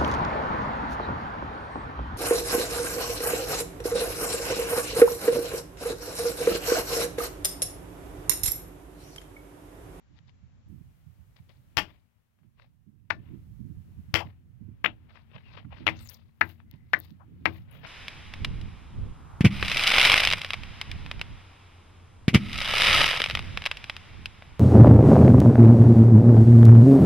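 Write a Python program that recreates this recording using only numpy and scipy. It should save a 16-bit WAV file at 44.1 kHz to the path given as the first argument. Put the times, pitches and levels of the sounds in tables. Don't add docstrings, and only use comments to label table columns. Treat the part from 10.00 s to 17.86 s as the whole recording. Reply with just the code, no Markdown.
import sys
import numpy as np
from scipy import signal
from scipy.fft import rfft, irfft, next_fast_len
from scipy.io import wavfile
from scipy.ndimage import uniform_filter1d, map_coordinates

SR = 44100
rng = np.random.default_rng(int(sys.argv[2]) if len(sys.argv) > 2 else 0)


def pcm_store(signal):
    levels = np.round(np.clip(np.atleast_2d(signal), -1, 1) * 32767)
    wavfile.write(sys.argv[1], SR, levels.astype(np.int16).T)


N = 346846

# start in seconds, peak in dB, relative treble lift and tyre thump in dB.
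FILM_SPLITS = [(1.771, -1, 20, -42), (1.779, -4.5, 15.5, -46), (3.1043, -9, 3, -35),
               (4.1419, -0.5, 17.5, -33), (4.1505, -9.5, 16, -40.5), (4.844, -6.5, -19.5, -39),
               (4.858, -9, -14, -44.5), (5.8680, -2, 0, -31), (5.877, -6.5, -3.5, -36.5),
               (6.412, -4.5, -3.5, -31.5), (6.9343, -4, -4, -34.5), (7.4569, 0, 1.5, -27.5)]
# start in seconds, peak in dB, first and
# last pitch in Hz, length in seconds, crest as a share of the length, click in dB.
RISING_CHIRPS = [(3.1066, -9, 1120, 2800, 0.0043, 0.26, -19), (4.8454, -6.5, 950, 3700, .0037, 0.47, -35.5),
                 (4.859, -7, 946, 3710, 0.0045, 0.46, -42), (5.868, -5.5, 1374, 4000, 0.0027, 0.32, -24),
                 (5.8777, -6.5, 1490, 3700, .003, 0.32, -25), (5.8866, -10, 1636, 2900, 0.0038, .4, -27),
                 (6.4139, -1.5, 1183, 2620, .0042, 0.27, -29.5),
                 (6.9367, -4.5, 1398, 2190, 0.0056, 0.39, -19),
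                 (6.9425, -10, 1440, 2250, 0.0066, 0.63, -29.5),
                 (7.459, -8, 1230, 2744, 0.00506, 0.69, -35)]
# start in seconds, level in dB, hold and 60 dB decay in seconds.
LIQUID_JETS = [(1.775, -22, 0.0052, 0.15), (1.782, -21, 0.0057, 0.048), (4.144, -26, 0.005, 0.035),
               (4.152, -17.5, 0.0061, 0.086), (4.185, -36.5, 0.023, 0.072), (5.889, -33, 0.0054, 0.063)]
# start in seconds, peak in dB, pitch in Hz, 60 dB decay in seconds.
POD_HOLLOWS = [(1.773, -22.5, 901, 0.074), (1.78, -25, 1805, .1), (3.109, -21.5, 896, 0.048),
               (3.112, -38, 1770, 0.18), (4.154, -20, 2045, 0.095), (4.862, -33, 620, 0.1),
               (5.872, -22, 2030, 0.071)]
AIR_SHOVES = [(1.770, -22, 111.9, 0.078), (4.1389, -14, 104.2, 0.092)]
# pitch in Hz, relative level in dB, 60 dB decay in seconds.
TYRE_MODES = [(87.06, -3, 0.73), (106.55, -3.5, 0.54), (162, -7.5, .5), (232, -11, 0.66), (322, -0.5, .27),
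              (668, 0, 0.11), (890, -0.5, 0.086)]
# start in seconds, level in dB, centre in Hz, width in octaves,
# length in seconds.
LIQUID_SPLATS = [(4.198, -34, 810, 0.36, 0.038), (4.842, -52, 13600, 0.18, 0.02),
                 (5.155, -47.5, 1084, 1, 0.006), (5.646, -53.5, 1160, 0.69, 0.0096),
                 (5.705, -57, 1105, 0.54, .0056), (5.884, -27.5, 670, 0.61, 0.012),
                 (5.991, -46, 3600, 0.58, .003), (6.088, -40, 5640, 0.29, 0.0094),
                 (6.096, -38.5, 11820, 0.23, 0.0062), (6.141, -49.5, 5100, 0.35, 0.01),
                 (7.197, -52, 960, 0.52, 0.036)]
# peak time in seconds, relative crunch and rasp in dB,
# rise and fall in seconds.
TREAD_SQUEEZES = [(0.189, -60.5, -63.5, 0.061, 0.014), (0.294, -62, -61.5, 0.045, 0.022),
                  (1.366, -62, -63, 0.0079, 0.07), (1.493, -59.5, -62, 0.0085, 0.09),
                  (2.389, -76, -92, .006, 0.046), (2.432, -76, -90, .006, .07),
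                  (2.598, -58, -71, 0.02, .025), (2.621, -59, -65, .05, 0.067),
                  (5.095, -58.5, -65, 0.014, .19), (5.172, -52, -63.5, 0.072, 0.07),
                  (5.362, -47.5, -62, 0.056, 0.06), (5.535, -53.5, -58.5, 0.14, .07),
                  (5.585, -46, -57, 0.11, 0.055), (5.727, -46.5, -66.5, 0.02, 0.1),
                  (5.782, -50.5, -59.5, 0.087, 0.14), (5.992, -55, -54, .09, 0.2),
                  (6.109, -55.5, -59.5, .11, 0.17), (6.602, -58.5, -73, 0.027, 0.03),
                  (6.739, -62, -68, .04, 0.06), (7.749, -51.5, -66, 0.09, 0.25),
                  (7.848, -40.5, -50, 0.028, 0.12)]
# burst time and flight in seconds, relative crunch, rasp and fizz in dB.
SPRAY_LANDINGS = [(1.771, 0.13, -56.5, -64.5, -79), (3.106, .18, -64.5, -83.5, -83),
                  (4.143, 0.13, -56, -72, -79), (5.867, 0.077, -47.5, -64.5, -76.5),
                  (6.409, 0.092, -57, -62, -63.5), (6.936, 0.11, -57, -58, -67.5),
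                  (7.456, .105, -54.5, -60, -66.5)]
# peak time in seconds, relative level in dB, rise and fall in seconds.
FOAM_SWELLS = [(6.025, -60.5, 0.051, 0.13), (6.14, -55, 0.047, 0.035), (7.724, -69, 0.02, 0.24)]
# start in seconds, peaks of the thin tick and the lower click in dB.
FOAM_SPITS = [(6.074, -25, -39), (6.111, -31, -48), (6.4923, -35, -41.5), (6.510, -36, -48),
              (6.7129, -27, -39.5), (6.9909, -20, -50.5), (7.002, -12, -51), (7.106, -60, -42.5),
              (7.112, -42, -60)]
# start in seconds, relative level in dB, first and last pitch in Hz,
# length in seconds.
PINHOLE_WHISTLES = [(5.436, -55, 2830, 2480, 0.12), (5.961, -59, 6060, 6570, 0.039),
                    (5.996, -54.5, 8550, 8250, 0.056), (6.048, -49, 7500, 6360, 0.037),
                    (6.659, -69.5, 2017, 2110, .28), (7.711, -53.5, 11370, 9730, 0.013)]
# peak time in seconds, level in dB, centre in Hz.
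WIND_GUSTS = [(0.2, -51, 109), (0.271, -49, 102), (0.44, -44, 100), (0.535, -50, 125), (0.73, -42, 147),
              (0.81, -41, 111), (1.076, -43, 102), (1.199, -43, 93), (1.409, -46, 97), (2.459, -54.5, 117),
              (2.878, -47, 149), (3.335, -45.5, 137), (3.605, -35, 134), (3.655, -41, 158),
              (3.708, -37, 138), (3.782, -37, 99), (3.98, -33.5, 113.5), (4.091, -40, 116),
              (4.26, -38.5, 144), (4.62, -40.5, 157), (4.69, -41.5, 167), (5.359, -42, 122),
              (5.658, -36.5, 135), (6.738, -42.5, 145), (7.121, -42.5, 140), (7.48, -42, 148)]

# time in seconds, relative level in dB.
ROLL_LEVEL = [(0.0, -59.5), (0.75, -53), (1.08, -62.5), (1.405, -57), (2.21, -65), (2.37, -77), (2.55, -73),
              (2.59, -58), (2.7, -59.5), (2.76, -72), (3.08, -70), (3.305, -53), (4.12, -48.5),
              (4.355, -58.5), (5.83, -50.5), (6.37, -56.5), (7.855, -50.5)]
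WIND_LEVEL = [(0.0, -64), (0.16, -53), (0.62, -57.5), (0.72, -39.5), (0.83, -51), (0.96, -57.5),
              (1.54, -55.5), (1.96, -60.5), (2.1, -80.5), (2.4, -71), (2.44, -60.5), (3.1, -54),
              (3.24, -43.5), (3.66, -40), (3.88, -48.5), (4.38, -51.5), (4.68, -45), (5.24, -57.5),
              (5.94, -40.5), (6.12, -60.5), (7.86, -44.5)]
ENGINE_LEVEL = [(0, -87), (4.5, -74), (6, -64.5), (7.86, -67.5)]
BACKGROUND_LEVEL = [(0, -74), (1.75, -75.5), (2.5, -84), (3.08, -87), (3.25, -68), (3.5, -77), (4.1, -71.5),
                    (4.45, -79.5), (4.95, -69), (6.3, -78.5), (7.85, -68.5)]
HISS_LEVEL = [(0, -72.5), (1.7, -73), (2.1, -80.5), (3.1, -83), (3.4, -73.5), (4.1, -72.5), (4.4, -80.5),
              (7.9, -79)]

# frequency in Hz, relative level in dB.
CRACK_SPECTRUM = [(30, -29.5), (150, -14), (500, -4), (1100, 0.5), (2200, 3), (4200, -15.5), (5500, -24),
                  (8300, -48), (13000, -37), (16000, -48.5)]
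CLICK_SPECTRUM = [(600, -23.5), (2500, -6.5), (3600, 1), (6000, -9.5), (8500, -32), (16000, -31.5)]
JET_SPECTRUM = [(60, -15), (500, -7), (1000, -7), (2200, -1), (3250, 0), (3850, -19), (4600, -11.5),
                (5500, -13.5), (6100, -24), (7200, -22), (8700, -32), (12500, -28), (16000, -32.5)]
CRUNCH_SPECTRUM = [(200, -28), (400, -2.5), (580, 1.5), (750, 0), (950, 2), (1400, -4.5), (2000, 0),
                   (2800, -1.5), (3700, -8.5), (5000, -29.5), (8000, -60.5)]
RASP_SPECTRUM = [(2000, -38), (3600, 4.5), (5000, -1), (6000, -13), (7000, -24.5), (11000, -46.5)]
FOAM_SPECTRUM = [(4000, -35.5), (6500, -7.5), (8500, -15.5), (12500, 0.5), (15500, 0), (17000, -12.5)]
TICK_SPECTRUM = [(6000, -43), (10500, -4.5), (13500, 6.5)]
ROLL_SPECTRUM = [(20, -15), (45, -6), (85, 4), (115, -0.5), (160, -7), (200, -14), (235, -11.5), (290, -19),
                 (420, -27), (900, -44.5), (2000, -70)]
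WIND_SPECTRUM = [(20, -17.5), (45, -4), (90, 4.5), (130, 2.5), (190, -7.5), (300, -27.5), (600, -62)]
EDDY_SPECTRUM = [(90, -25.5), (170, 4), (230, -0.5), (300, -1.5), (450, -20.5), (650, -39.5), (1500, -66)]
BACKGROUND_SPECTRUM = [(200, -8.5), (500, 1.5), (1000, 0.5), (2000, -1), (3000, -4.5), (4000, -14),
                       (5500, -23.5), (8000, -51.5)]
HISS_SPECTRUM = [(100, 11.5), (700, 7.5), (5000, -2), (8500, 1), (15000, -0.5)]
GAP_RESPONSE = [(40, -1), (120, 6), (250, 0.5), (320, 6), (450, -6.5), (660, -5), (890, -5), (1100, -3.5),
                (1800, -11), (2300, -11), (2850, -11), (13000, -10)]
FAR_RESPONSE = [(80, -16.5), (300, -21), (700, -30.5), (2000, -36), (12000, -42.5)]
# frequency in Hz, 60 dB decay in seconds.
GAP_T60 = [(80, 0.37), (250, 0.21), (500, 0.22), (1200, 0.1), (2000, 0.091), (4000, 0.14), (13000, 0.11)]

PULSE_HZ = np.fft.rfftfreq(2048, 1 / SR)


def cracks(tear_db=-27, tear_s=0.004):
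    out = np.zeros(N)
    treble = along([(2200, 0.011), (3900, 0.5), (5200, 1.15), (8000, 1.1)], PULSE_HZ)
    rise = np.linspace(0, 1, int(tear_s * SR))
    tearing = coloured(rng.standard_normal(N), JET_SPECTRUM)
    for s, db, treble_db, _ in FILM_SPLITS:
        add(out, s, amp(db) * pulse(along(CRACK_SPECTRUM, PULSE_HZ) + treble_db * treble))
        add(out, s - tear_s, amp(db + tear_db) * rise * tearing[round(s * SR):][:len(rise)])
    return out


def chirps(overtone_db=-32, fullness=0.64):
    out = np.zeros(N)
    click = pulse(along(CLICK_SPECTRUM, PULSE_HZ))
    for s, db, start_hz, end_hz, length, crest, click_db in RISING_CHIRPS:
        progress = np.linspace(0, 1, int(length * SR))
        phase = 2 * np.pi * np.cumsum(start_hz + (end_hz - start_hz) * progress) / SR
        envelope = np.interp(progress, [0, crest, 1], [0, 1, 0]) ** fullness
        add(out, s, -amp(db) * envelope * (np.sin(phase) + amp(overtone_db) * np.sin(2 * phase)))
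        add(out, s + 0.5 / start_hz, amp(click_db) * click)
    return out


def jets(attack_s=0.0012):
    envelope, t = np.zeros(N), np.arange(SR // 3) / SR
    spatter = coloured(grains(rate=4600, spread_db=1.5, smooth=0.79), JET_SPECTRUM)
    for s, db, hold, t60 in LIQUID_JETS:
        add(envelope, s, amp(db - 60 * np.maximum(t - hold, 0) / t60) * (1 - np.exp(-t / attack_s)))
    return envelope * spatter


def rings(rows):
    out, t = np.zeros(N), np.arange(SR // 4) / SR
    for s, db, hz, t60 in rows:
        add(out, s, amp(db - 60 * t / t60) * np.sin(2 * np.pi * hz * t))
    return out


def tyre_ring(gain_db=-4, scatter_db=2.5, attack_s=0.0014):
    out, t = np.zeros(N), np.arange(SR) / SR
    for s, _, _, thump_db in FILM_SPLITS:
        ring = np.zeros(SR)
        for hz, db, t60 in TYRE_MODES:
            decay = amp(db + scatter_db * rng.normal() - 60 * t / t60)
            ring += decay * np.sin(2 * np.pi * (hz * t + rng.random()))
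        add(out, s, amp(thump_db + gain_db) * ring * (1 - np.exp(-t / attack_s)))
    return out


def gap_echo(x, delay_s=0.002):
    out, step = np.zeros(N), SR // 2
    for start in range(0, N, step):
        hz, t, noise = signal.stft(rng.standard_normal(step), SR, nperseg=256)
        t60 = along(GAP_T60, hz)[:, None]
        equal_energy = np.sqrt(2 * np.log(1000) / (t60 * SR))
        tail = signal.istft(noise * amp(-60 * t / t60) * equal_energy, SR, nperseg=256)[1]
        add(out, start / SR + delay_s, signal.fftconvolve(x[start:start + step], tail))
    return filtered(out, lambda hz: amp(along(GAP_RESPONSE, hz)))


def crunch_and_fizz(crunch_gain_db=-0.5, rasp_gain_db=-3.5, fizz_gain_db=3.5):
    power = np.zeros((3, N))
    for s, crunch_db, rasp_db, rise, fall in TREAD_SQUEEZES:
        power[:2] += np.outer(amp([crunch_db, rasp_db]), swell(s, rise, fall)) ** 2
    for s, flight, *levels_db in SPRAY_LANDINGS:
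        landing = swell(s + flight, rise=1.3 * flight, fall=0.8 * flight, cusp=1.1)
        power += np.outer(amp(levels_db), landing) ** 2
    for s, db, rise, fall in FOAM_SWELLS:
        power[2] += (amp(db) * swell(s, rise, fall)) ** 2
    crunch, rasp, fizz = np.sqrt(power)
    grit = grains(rate=1700, spread_db=4.5, smooth=0.78) * amp(2.9 * wobble(110))
    bubbles = grains(rate=1000, spread_db=4.3, smooth=0.5) * amp(1.3 * wobble(79))
    return (amp(crunch_gain_db) * crunch * squelch(coloured(grit, CRUNCH_SPECTRUM))
            + amp(rasp_gain_db) * rasp * coloured(grit[::-1], RASP_SPECTRUM)
            + amp(fizz_gain_db) * fizz * coloured(bubbles, FOAM_SPECTRUM))


def squelch(x, depth_db=2):
    spectrogram = signal.stft(x, nperseg=512)[2]
    bands = uniform_filter1d(rng.standard_normal(spectrogram.shape), size=3, axis=0)
    resonances = unit(uniform_filter1d(bands, size=14, axis=1))
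    return unit(signal.istft(spectrogram * amp(depth_db * resonances), nperseg=512)[1][:N])


def snaps(over_crunch_db=11, reference_s=0.074, octaves=0.71, length_share=0.022):
    rows = []
    for s, crunch_db, rasp_db, rise, fall in TREAD_SQUEEZES:
        length = rise + fall
        db = crunch_db + over_crunch_db - 20 * np.log10(length / reference_s)
        hz = 2630 * amp(rasp_db - crunch_db) ** 0.42
        rows.append((s, db, hz, octaves, length_share * length))
    return puffs(rows)


def spits():
    out = np.zeros(N)
    tick, click = pulse(along(TICK_SPECTRUM, PULSE_HZ)), pulse(along(CLICK_SPECTRUM, PULSE_HZ))
    for s, tick_db, click_db in FOAM_SPITS:
        add(out, s, amp(tick_db) * tick + amp(click_db) * click)
    return out


def whistles(sputter_db=4, fullness=0.54, waver=0.064):
    out = np.zeros(N)
    for s, db, start_hz, end_hz, length in PINHOLE_WHISTLES:
        progress = np.linspace(0, 1, int(length * SR))
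        unsteady = unit(uniform_filter1d(rng.standard_normal(len(progress)), size=40))
        hz = (start_hz + (end_hz - start_hz) * progress) * (1 + waver * unsteady)
        envelope = np.abs(np.sin(np.pi * progress ** 0.62)) ** fullness
        add(out, s, amp(db) * envelope * np.sin(2 * np.pi * np.cumsum(hz) / SR))
    return out * unit(amp(sputter_db * wobble(250)))


def roll(gain_db=-1.5):
    return amp(gain_db) * fader(ROLL_LEVEL) * rumble(ROLL_SPECTRUM, flutter_db=2.5, rate=25)


def wind(lumps_db=1.0, strong_db=-42, eddy_db=-10, steepness=1.1, gust_octaves=0.56, gust_s=0.037):
    strength = fader(WIND_LEVEL) * amp(lumps_db * wobble(16))
    eddy_gain = amp(strong_db + eddy_db) * (strength / amp(strong_db)) ** steepness
    eddies = eddy_gain * rumble(EDDY_SPECTRUM, flutter_db=8.6, rate=16)
    bumps = puffs([(s - gust_s / 3, db, hz, gust_octaves, gust_s) for s, db, hz in WIND_GUSTS])
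    return strength * rumble(WIND_SPECTRUM, flutter_db=1.0, rate=25) + eddies + bumps


def engine_hum(hz=226, drift=0.008, waver_db=2.5):
    phase = 2 * np.pi * np.cumsum(hz * (1 + drift * wobble(4.5))) / SR
    return fader(ENGINE_LEVEL) * unit(amp(waver_db * wobble(6.7)) * np.sin(phase))


def background():
    return fader(BACKGROUND_LEVEL) * coloured(rng.standard_normal(N), BACKGROUND_SPECTRUM)


def hiss(opens_s=0.683, dull_hz=7540):
    noise = coloured(rng.standard_normal((2, N)), HISS_SPECTRUM)
    dull = filtered(noise, lambda hz: hz < dull_hz)
    return fader(HISS_LEVEL) * np.where(np.arange(N) / SR < opens_s, dull, noise)


def pulse(level_db, ring_hz=4300, width_hz=3000):
    cepstrum = irfft(np.log(amp(level_db)))
    causal = np.arange(len(cepstrum)) < len(cepstrum) // 2
    lag = 2 * np.arctan2(PULSE_HZ * width_hz, ring_hz ** 2 - PULSE_HZ ** 2)
    pressure = irfft(np.exp(rfft(2 * cepstrum * causal) - 1j * lag))
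    return pressure / np.abs(pressure).max()


def puffs(rows):
    out, t = np.zeros(N), np.arange(SR // 4) / SR
    for s, db, centre_hz, octaves, length in rows:
        age = 3 * t / length
        envelope = age * np.exp(1 - age)
        puff = envelope * filtered(rng.standard_normal(len(t)), lambda hz: bell(hz, centre_hz, octaves))
        add(out, s, amp(db) * np.linalg.norm(envelope) * puff / np.linalg.norm(puff))
    return out


def grains(rate, spread_db, smooth):
    clicks = (rng.random(N) < rate / SR) * rng.choice([-1, 1], N)
    sizes = amp(spread_db * np.clip(rng.standard_normal(N), -2, 2))
    return unit(clicks * sizes) + smooth * rng.standard_normal(N)


def rumble(spectrum, flutter_db, rate):
    return coloured(rng.standard_normal(N) * amp(flutter_db * wobble(rate)), spectrum)


def swell(s, rise, fall, cusp=1.15):
    t = np.arange(N) / SR - s
    return amp(-20 * np.maximum(-t / rise, t / fall) ** cusp)


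def wobble(rate):
    return map_coordinates(rng.standard_normal(int(N * rate / SR) + 4), [np.arange(N) * rate / SR])


def fader(curve):
    return amp(np.interp(np.arange(N) / SR, *np.transpose(curve)))


def filtered(x, response):
    n = x.shape[-1]
    padded = next_fast_len(n + SR // 4)
    return irfft(rfft(x, padded) * response(np.fft.rfftfreq(padded, 1 / SR)), padded)[..., :n]


def coloured(x, spectrum):
    return unit(filtered(x, lambda hz: amp(along(spectrum, hz))))


def along(points, hz):
    knots_hz, values = np.transpose(points)
    return np.interp(np.log(hz + 1), np.log(knots_hz + 1), values)


def bell(hz, centre_hz, octaves):
    return np.exp(-0.5 * (np.log2((hz + 1) / centre_hz) / octaves) ** 2)


def amp(db):
    return 10 ** (np.asarray(db) / 20)


def unit(x):
    return x / np.sqrt(np.mean(x ** 2) + 1e-20)


def add(track, s, sound):
    part = track[max(round(s * SR), 0):][:len(sound)]
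    part += sound[:len(part)]


def scene(far_delay_s=0.00009, far_echo_db=-28.5):
    pops = cracks() + chirps() + jets()
    near = pops + gap_echo(pops) + puffs(LIQUID_SPLATS) + spits() + whistles()
    near += crunch_and_fizz() + snaps() + background() + tyre_ring() + rings(POD_HOLLOWS)
    left = near + rings(AIR_SHOVES) + engine_hum() + roll()
    far = filtered(near, lambda hz: amp(along(FAR_RESPONSE, hz)) * np.exp(-2j * np.pi * hz * far_delay_s))
    right = far + amp(far_echo_db) * gap_echo(pops) + wind()
    return np.array([left, right]) + hiss()


def record(dry, dip_hz=8400, dip_db=-4, dip_octaves=0.32, top_hz=16100):
    dip = lambda hz: amp(dip_db * bell(hz, dip_hz, dip_octaves))
    band = lambda hz: 1 / (1 + (hz / top_hz) ** 120)
    return filtered(dry, lambda hz: dip(hz) * band(hz))


dry = scene()
out = record(dry)
pcm_store(out)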